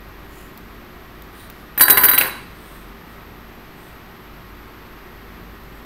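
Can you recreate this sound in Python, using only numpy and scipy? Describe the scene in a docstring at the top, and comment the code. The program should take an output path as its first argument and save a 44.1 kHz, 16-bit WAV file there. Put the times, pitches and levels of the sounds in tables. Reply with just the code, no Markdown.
"""Metal block rattling on a bench

A small finned metal block, the foot of an upright plastic plate, drops off onto a lab bench. It lands
corner by corner, grazes the bench between landings and settles in a quick chatter. Each touch knocks
the bench top and rings the fins; the room answers and the loudest blows overload the microphone.
Moving the plate makes light ticks and faint scrapes, over ventilation and the hum of instruments."""
import sys
import numpy as np
from scipy import signal
from scipy.fft import rfft, irfft, next_fast_len
from scipy.io import wavfile
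from scipy.ndimage import uniform_filter1d

SR = 44100
rng = np.random.default_rng(int(sys.argv[2]) if len(sys.argv) > 2 else 0)


def master(y):
    """Save y as 16-bit WAV."""
    cut = np.clip(np.atleast_2d(y).T, -1, 1)
    pcm = np.round(cut * 32767)  # scale
    wavfile.write(sys.argv[1], SR, pcm.astype(np.int16))


N = 257984


def gain_of(db):
    """Turns decibels into a number to multiply a sound by."""
    return 10 ** (np.asarray(db) / 20)


def evened(x):
    """Scales a signal to an average (rms) level of 1."""
    return x / np.sqrt(np.mean(x ** 2) + 1e-20)


def read_curve(points, hz):
    """Reads between (pitch_hz, value) points, giving each octave the same width."""
    point_hz, value = np.transpose(points)
    return np.interp(np.log(hz + 1), np.log(point_hz + 1), value)


def add(mix, start_s, sound):
    """Mixes a sound in at the given time."""
    part = mix[round(start_s * SR):][:len(sound)]
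    part += sound[:len(part)]


def noise(colour):
    """Steady noise; its colour says how strong each pitch is."""
    size = next_fast_len(N, True)
    gains = gain_of(read_curve(colour, np.fft.rfftfreq(size, 1 / SR)))
    return evened(irfft(rfft(rng.standard_normal(size)) * gains, size)[:N])


def drift(rate_hz, size=512):
    """A slow random wandering around zero."""
    keep_slow = np.exp(-(np.fft.rfftfreq(size, N / SR / size) / rate_hz) ** 2)
    slow = irfft(rfft(rng.standard_normal(size)) * keep_slow)
    return np.interp(np.arange(N), np.linspace(0, N, size), evened(slow))


def blow(colour, fade_s, scatter, pitch=1, size=4096):
    """One sharp push and a burst of noise that falls by 60 dB in fade_s."""
    t = np.arange(size) / SR
    push = rng.standard_normal(size) * gain_of(-60 * t / fade_s)
    push *= scatter / np.linalg.norm(push)
    push[0] -= 1
    log_gain = np.log(gain_of(read_curve(colour, abs(np.fft.fftfreq(size, 1 / SR)) / pitch)))
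    # this filter colours the blow without sounding before it
    response = np.fft.ifft(np.exp(np.conj(signal.hilbert(log_gain)))).real[:size // 2]
    sound = signal.fftconvolve(push, response)
    return sound / np.sqrt(uniform_filter1d(sound ** 2, size=44).max())  # loudest millisecond at level 1


def ring(tones, times, levels_db, spread_db, damping_db, rise_s, bend_cycles):
    """Each touch rings its own mix of the tones, bends their pitch and damps what was still ringing."""
    starts = np.round(times * SR).astype(int)
    touches_so_far = np.searchsorted(starts, np.arange(N), side="right")
    choke = gain_of(-damping_db * uniform_filter1d(touches_so_far.astype(float), size=64))
    t = np.arange(SR // 3) / SR
    hz, db, fade_s = np.transpose(tones)
    swings = np.exp((2j * np.pi * hz[:, None] - np.log(1000) / fade_s[:, None]) * t)
    swings *= 1 - np.exp(-t / rise_s)
    bend_shape = 1 - np.exp(-t / 0.032)  # the pitch bends only while the edge is near the bench
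    out = np.zeros(N)
    for start, level_db in zip(starts, levels_db):
        strengths = gain_of(db + spread_db * rng.standard_normal(len(hz)))
        mix = strengths * np.exp(2j * np.pi * rng.random(len(hz)))
        bend = np.exp(2j * np.pi * bend_cycles * rng.standard_normal() * bend_shape)
        tone = (mix / np.linalg.norm(mix) @ swings * bend).real
        add(out, start / SR, gain_of(level_db) * tone * choke[start:start + len(t)] / choke[start])
    return out


# colour of the ventilation's rush: pitch_hz, level_db
AIR_COLOUR = [(15, -10), (24, -4.5), (33, -27), (48, -7), (70, -9.5), (110, -10.5), (250, -13.5),
              (400, -15), (520, -19.5), (1150, -18.5), (1950, -21), (3000, -28), (4500, -33), (6500, -41.5),
              (12000, -79.5)]
# tones of the instruments and their fans: pitch_hz, level_db
HUM_TONES = [(48.6, -47), (178, -55), (229, -53.5), (300.5, -57.5), (359, -54.5), (392, -55.5), (716, -65),
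             (1076, -59.5), (1125, -62.5), (1222, -58.5), (1308, -61), (1638, -77), (1902, -58.5)]
# colour of the microphone's hiss: pitch_hz, level_db
HISS_COLOUR = [(3000, -44.5), (6500, -24), (8000, -15.5), (8550, -17), (9200, -18.5), (10900, -16),
               (11550, -7), (12150, -1.5), (13000, -8), (14000, -10.5), (15800, -16)]
def background():
    """Ventilation rushes, fans and motors hum with a slight waver, and the microphone hisses."""
    t = np.arange(N) / SR
    air = gain_of(-41.72 + 0.18 * drift(rate_hz=6.8)) * noise(AIR_COLOUR)
    hum = np.zeros(N)
    for hz, db in HUM_TONES:
        strength = gain_of(db + 2.04 * drift(rate_hz=2.2)) * np.sqrt(2)
        hum += strength * np.sin(2 * np.pi * hz * t + 0.95 * drift(rate_hz=3.9))
    return air + gain_of(-1.55) * hum + gain_of(-56) * noise(HISS_COLOUR)


# how long the room's echo takes to fall by 60 dB: pitch_hz, fade_s
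ECHO_FADE = [(150, 1.7), (400, 0.43), (1000, 0.5), (2800, 0.67), (7000, 0.63), (14000, 0.3)]
# how strongly the room answers: pitch_hz, level_db
ECHO_COLOUR = [(200, -2), (1000, 2.5), (3000, -10), (4500, -4.5), (8500, -6), (14000, -15)]
def room_echo(sound, delay_s=0.0048):
    """Sound bounces off instruments and walls, each pitch dying away at its own speed."""
    t = np.arange(SR) / SR
    bounces = rng.standard_normal(SR) * (rng.random(SR) < .15) * (t > delay_s)
    hz, times, bands = signal.stft(bounces, SR, nperseg=256)
    fade_rate = np.log(1000) / read_curve(ECHO_FADE, hz)[:, None]
    bands *= np.exp(-fade_rate * times) * np.sqrt(2 * fade_rate)
    bands *= gain_of(read_curve(ECHO_COLOUR, hz))[:, None]
    tail = signal.istft(bands, SR, nperseg=256)[1] / np.linalg.norm(bounces)
    return signal.fftconvolve(sound, tail)[:N]


# slides of the plate's metal foot: start_s, end_s, level_db, pitch_factor
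FOOT_SLIDES = [(0.235, 0.546, -53.5, 0.83), (1.297, 1.525, -50, 1.1), (1.53, 1.67, -60, 1.2),
               (2.421, 2.98, -53.5, 1.02), (3.024, 3.2, -60, 1.015), (3.695, 3.998, -56.5, 0.99),
               (5.685, 5.85, -62, 0.94)]
# colour of a scrape: pitch_hz, level_db
SCRAPE_COLOUR = [(1500, -16), (3500, 8.5), (4800, -7), (7000, -7), (7850, 2.5), (8150, -4), (8450, 9),
                 (8950, 0), (10500, -2), (12200, 2), (15500, 1)]
def foot_scrapes():
    """A foot slides over the bench with a grainy rub that swells and fades."""
    scrapes = np.zeros(N)
    for start_s, end_s, db, pitch in FOOT_SLIDES:
        grains = rng.standard_normal(SR) * gain_of(4.0 * np.minimum(rng.exponential(1, SR), 5))
        colour = gain_of(read_curve(SCRAPE_COLOUR, np.fft.rfftfreq(SR, 1 / SR) / pitch))
        rub = evened(irfft(rfft(grains) * colour, SR))
        swell = np.hanning(round((end_s - start_s) * SR))[:SR]
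        add(scrapes, start_s, gain_of(db) * swell * rub[:len(swell)])
    return gain_of(2.5) * scrapes


# ticks from moving the plate: start_s, level_db
PLATE_TICKS = [(0.576, -29), (1.2215, -31), (1.5002, -25), (5.6166, -48), (5.6351, -42)]
# colour of a tick: pitch_hz, level_db
TICK_COLOUR = [(500, -25.5), (3500, -1.5), (6000, -12), (10000, -7.5), (14000, 4), (16000, 2)]
def plate_ticks():
    """The plate shifts in its feet with tiny dry ticks."""
    ticks = np.zeros(N)
    for start_s, db in PLATE_TICKS:
        add(ticks, start_s, gain_of(db) * blow(TICK_COLOUR, fade_s=0.0214, scatter=2.3))
    return gain_of(-1.5) * ticks


# colour of a knock on the bench top: pitch_hz, level_db
KNOCK_COLOUR = [(50, -30.5), (95, -5.5), (160, -18), (310, -5), (430, -6.5), (650, -12), (980, -1),
                (1250, -5), (1480, 3), (2000, 2.5), (2450, -7.5), (3000, -5.5), (3700, -18.5), (6500, -23),
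                (16000, -44)]
# the bench top's own tones: pitch_hz, level_db, fade_s
BENCH_TONES = [(335, -8, .12), (699, -10, .12), (985, -5, .12), (1442, -6, .11), (1507, -2.5, .13),
               (1908, -2, .1), (1971, -3, .1), (2217, -5, .08)]
def bench_knocks(times, knock_db, hardness):
    """The bench top knocks and rings briefly; a harder contact gives a higher knock."""
    knocks = np.zeros(N)
    for start_s, db, pitch in zip(times, knock_db, hardness):
        add(knocks, start_s, gain_of(db) * blow(KNOCK_COLOUR, fade_s=0.029, scatter=1.206, pitch=pitch))
    tones = ring(BENCH_TONES, times, knock_db, spread_db=3, damping_db=1.5, rise_s=.0013, bend_cycles=.05)
    return gain_of(-0.24) * knocks + gain_of(-14) * tones


# colour of the crack where the metal hits: pitch_hz, level_db
CRACK_COLOUR = [(1000, -24.5), (5000, -24.5), (7500, -24), (8500, -8), (9600, -8), (10600, 7.5),
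                (11400, -3), (12500, 10.5), (13700, -1), (15800, 1)]
# tones of the block as it flexes, of its body and of its thin fins: pitch_hz, level_db, fade_s
FLEX_TONES = [(3940, 0, .55), (4610, -5.5, .3)]
BODY_TONES = [(8407, -10.5, .1), (9281, -16, .18), (10640, -4.5, .095), (10672, -6.5, .08),
              (12258, -1, .12), (12445, -5, .06)]
FIN_TONES = [(13500, -12, .06), (13640, -4, .09), (13680, -2, .1), (14700, -16, .07), (14795, -15, .09),
             (14847, -16, .09), (15100, -18, .05)]
def metal_clinks(times, knock_db, body_db, fin_db):
    """The metal gives a sharp crack at each touch, then its body and fins ring."""
    cracks = np.zeros(N)
    for start_s, strength in zip(times, np.hypot(gain_of(body_db), gain_of(fin_db))):
        add(cracks, start_s, strength * blow(CRACK_COLOUR, fade_s=0.047, scatter=5.4))
    flex_db = 1.35 * knock_db  # only strong knocks flex the block much
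    flex = ring(FLEX_TONES, times, flex_db, spread_db=5.5, damping_db=3.5, rise_s=.002, bend_cycles=.19)
    body = ring(BODY_TONES, times, body_db, spread_db=6.5, damping_db=2.5, rise_s=.0015, bend_cycles=.16)
    fins = ring(FIN_TONES, times, fin_db, spread_db=9, damping_db=2, rise_s=.0019, bend_cycles=.13)
    return gain_of(-6) * cracks + gain_of(-8.3) * flex + gain_of(0.9) * body + gain_of(5) * fins


# the block's landings: start_s, knock_db, hardness_factor, body_db, fin_db, corner_gap_s
BLOCK_LANDINGS = [ (1.7767, -19, 0.84, -27, -16.5, .001), (1.7966, -16, 1.03, -17, -6, .0012),
                  (1.8083, -2.5, 1.014, 1.5, -4.5, .003), (1.882, -8, 0.99, -14, -14, .0012),
                  (1.8992, -5, 0.98, -1, -1.5, .005), (1.9727, -5.5, 1.06, -4.5, -13, .0048),
                  (2.0354, -8, 0.98, -6.5, -4, .006), (2.0856, -8.5, 1.025, -14.5, -7, .0065),
                  (2.1357, -11, .98, -11, -11, .007), (2.1786, -7.5, 1.4, -9.5, -7, .003),
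                  (2.2110, -9.5, 1.49, -14.5, -25, .0024)]
# corners touching down in turn, added to each landing's levels: knock_db, ring_db
CORNER_HITS = [(0, -1.5), (-3.5, 0), (-7.5, -8.5)]
# a fin grazing the bench between landings: start_s, fin_db
FIN_GRAZES = [(1.8338, -7.5), (1.9234, -13), (1.944, -16.5), (2.0113, -14), (2.022, -14.5), (2.0520, -7),
              (2.114, -8.5), (2.189, -18), (2.2045, -14)]
def rattling_block(settle_s=2.222, first_gap_s=0.0125, gap_shrink=0.93, fade_db_per_s=150):
    """The block rocks from edge to edge and comes to rest; every touch sounds both bench and metal."""
    touches = []
    for start_s, knock, hardness, body, fin, gap_s in BLOCK_LANDINGS:
        for k, (corner_db, ring_db) in enumerate(CORNER_HITS):
            touches.append((start_s + k * gap_s, knock + corner_db, hardness, body + ring_db, fin + ring_db))
    for start_s, fin in FIN_GRAZES:
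        touches.append((start_s, fin - 4.5, 1, fin - 10.5, fin))
    elapsed_s = 0
    for k in range(6):  # the last chatter, ever quicker and weaker
        drop_db = fade_db_per_s * elapsed_s
        touches.append((settle_s + elapsed_s, -14.5 - drop_db, 1, -21.5 - drop_db, -19.5 - drop_db))
        elapsed_s += first_gap_s * gap_shrink ** k
    times, knock_db, hardness, body_db, fin_db = np.transpose(sorted(touches))
    return bench_knocks(times, knock_db, hardness) + metal_clinks(times, knock_db, body_db, fin_db)


def scene():
    """The block and the plate sound in the room, over the background."""
    near = rattling_block() + plate_ticks() + foot_scrapes()
    return (near + room_echo(near) + background())[None]


def record(dry, ceiling=0.78, top_hz=15750):
    """The microphone overloads on the loudest blows, then the highest treble is cut off."""
    clipped = dry / (1 + (dry / ceiling) ** 8) ** (1 / 8)
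    treble_cut = signal.firwin(511, top_hz, window=("kaiser", 9), fs=SR)
    return signal.oaconvolve(clipped, treble_cut[None], "same")


dry = scene()
out = record(dry)
master(out)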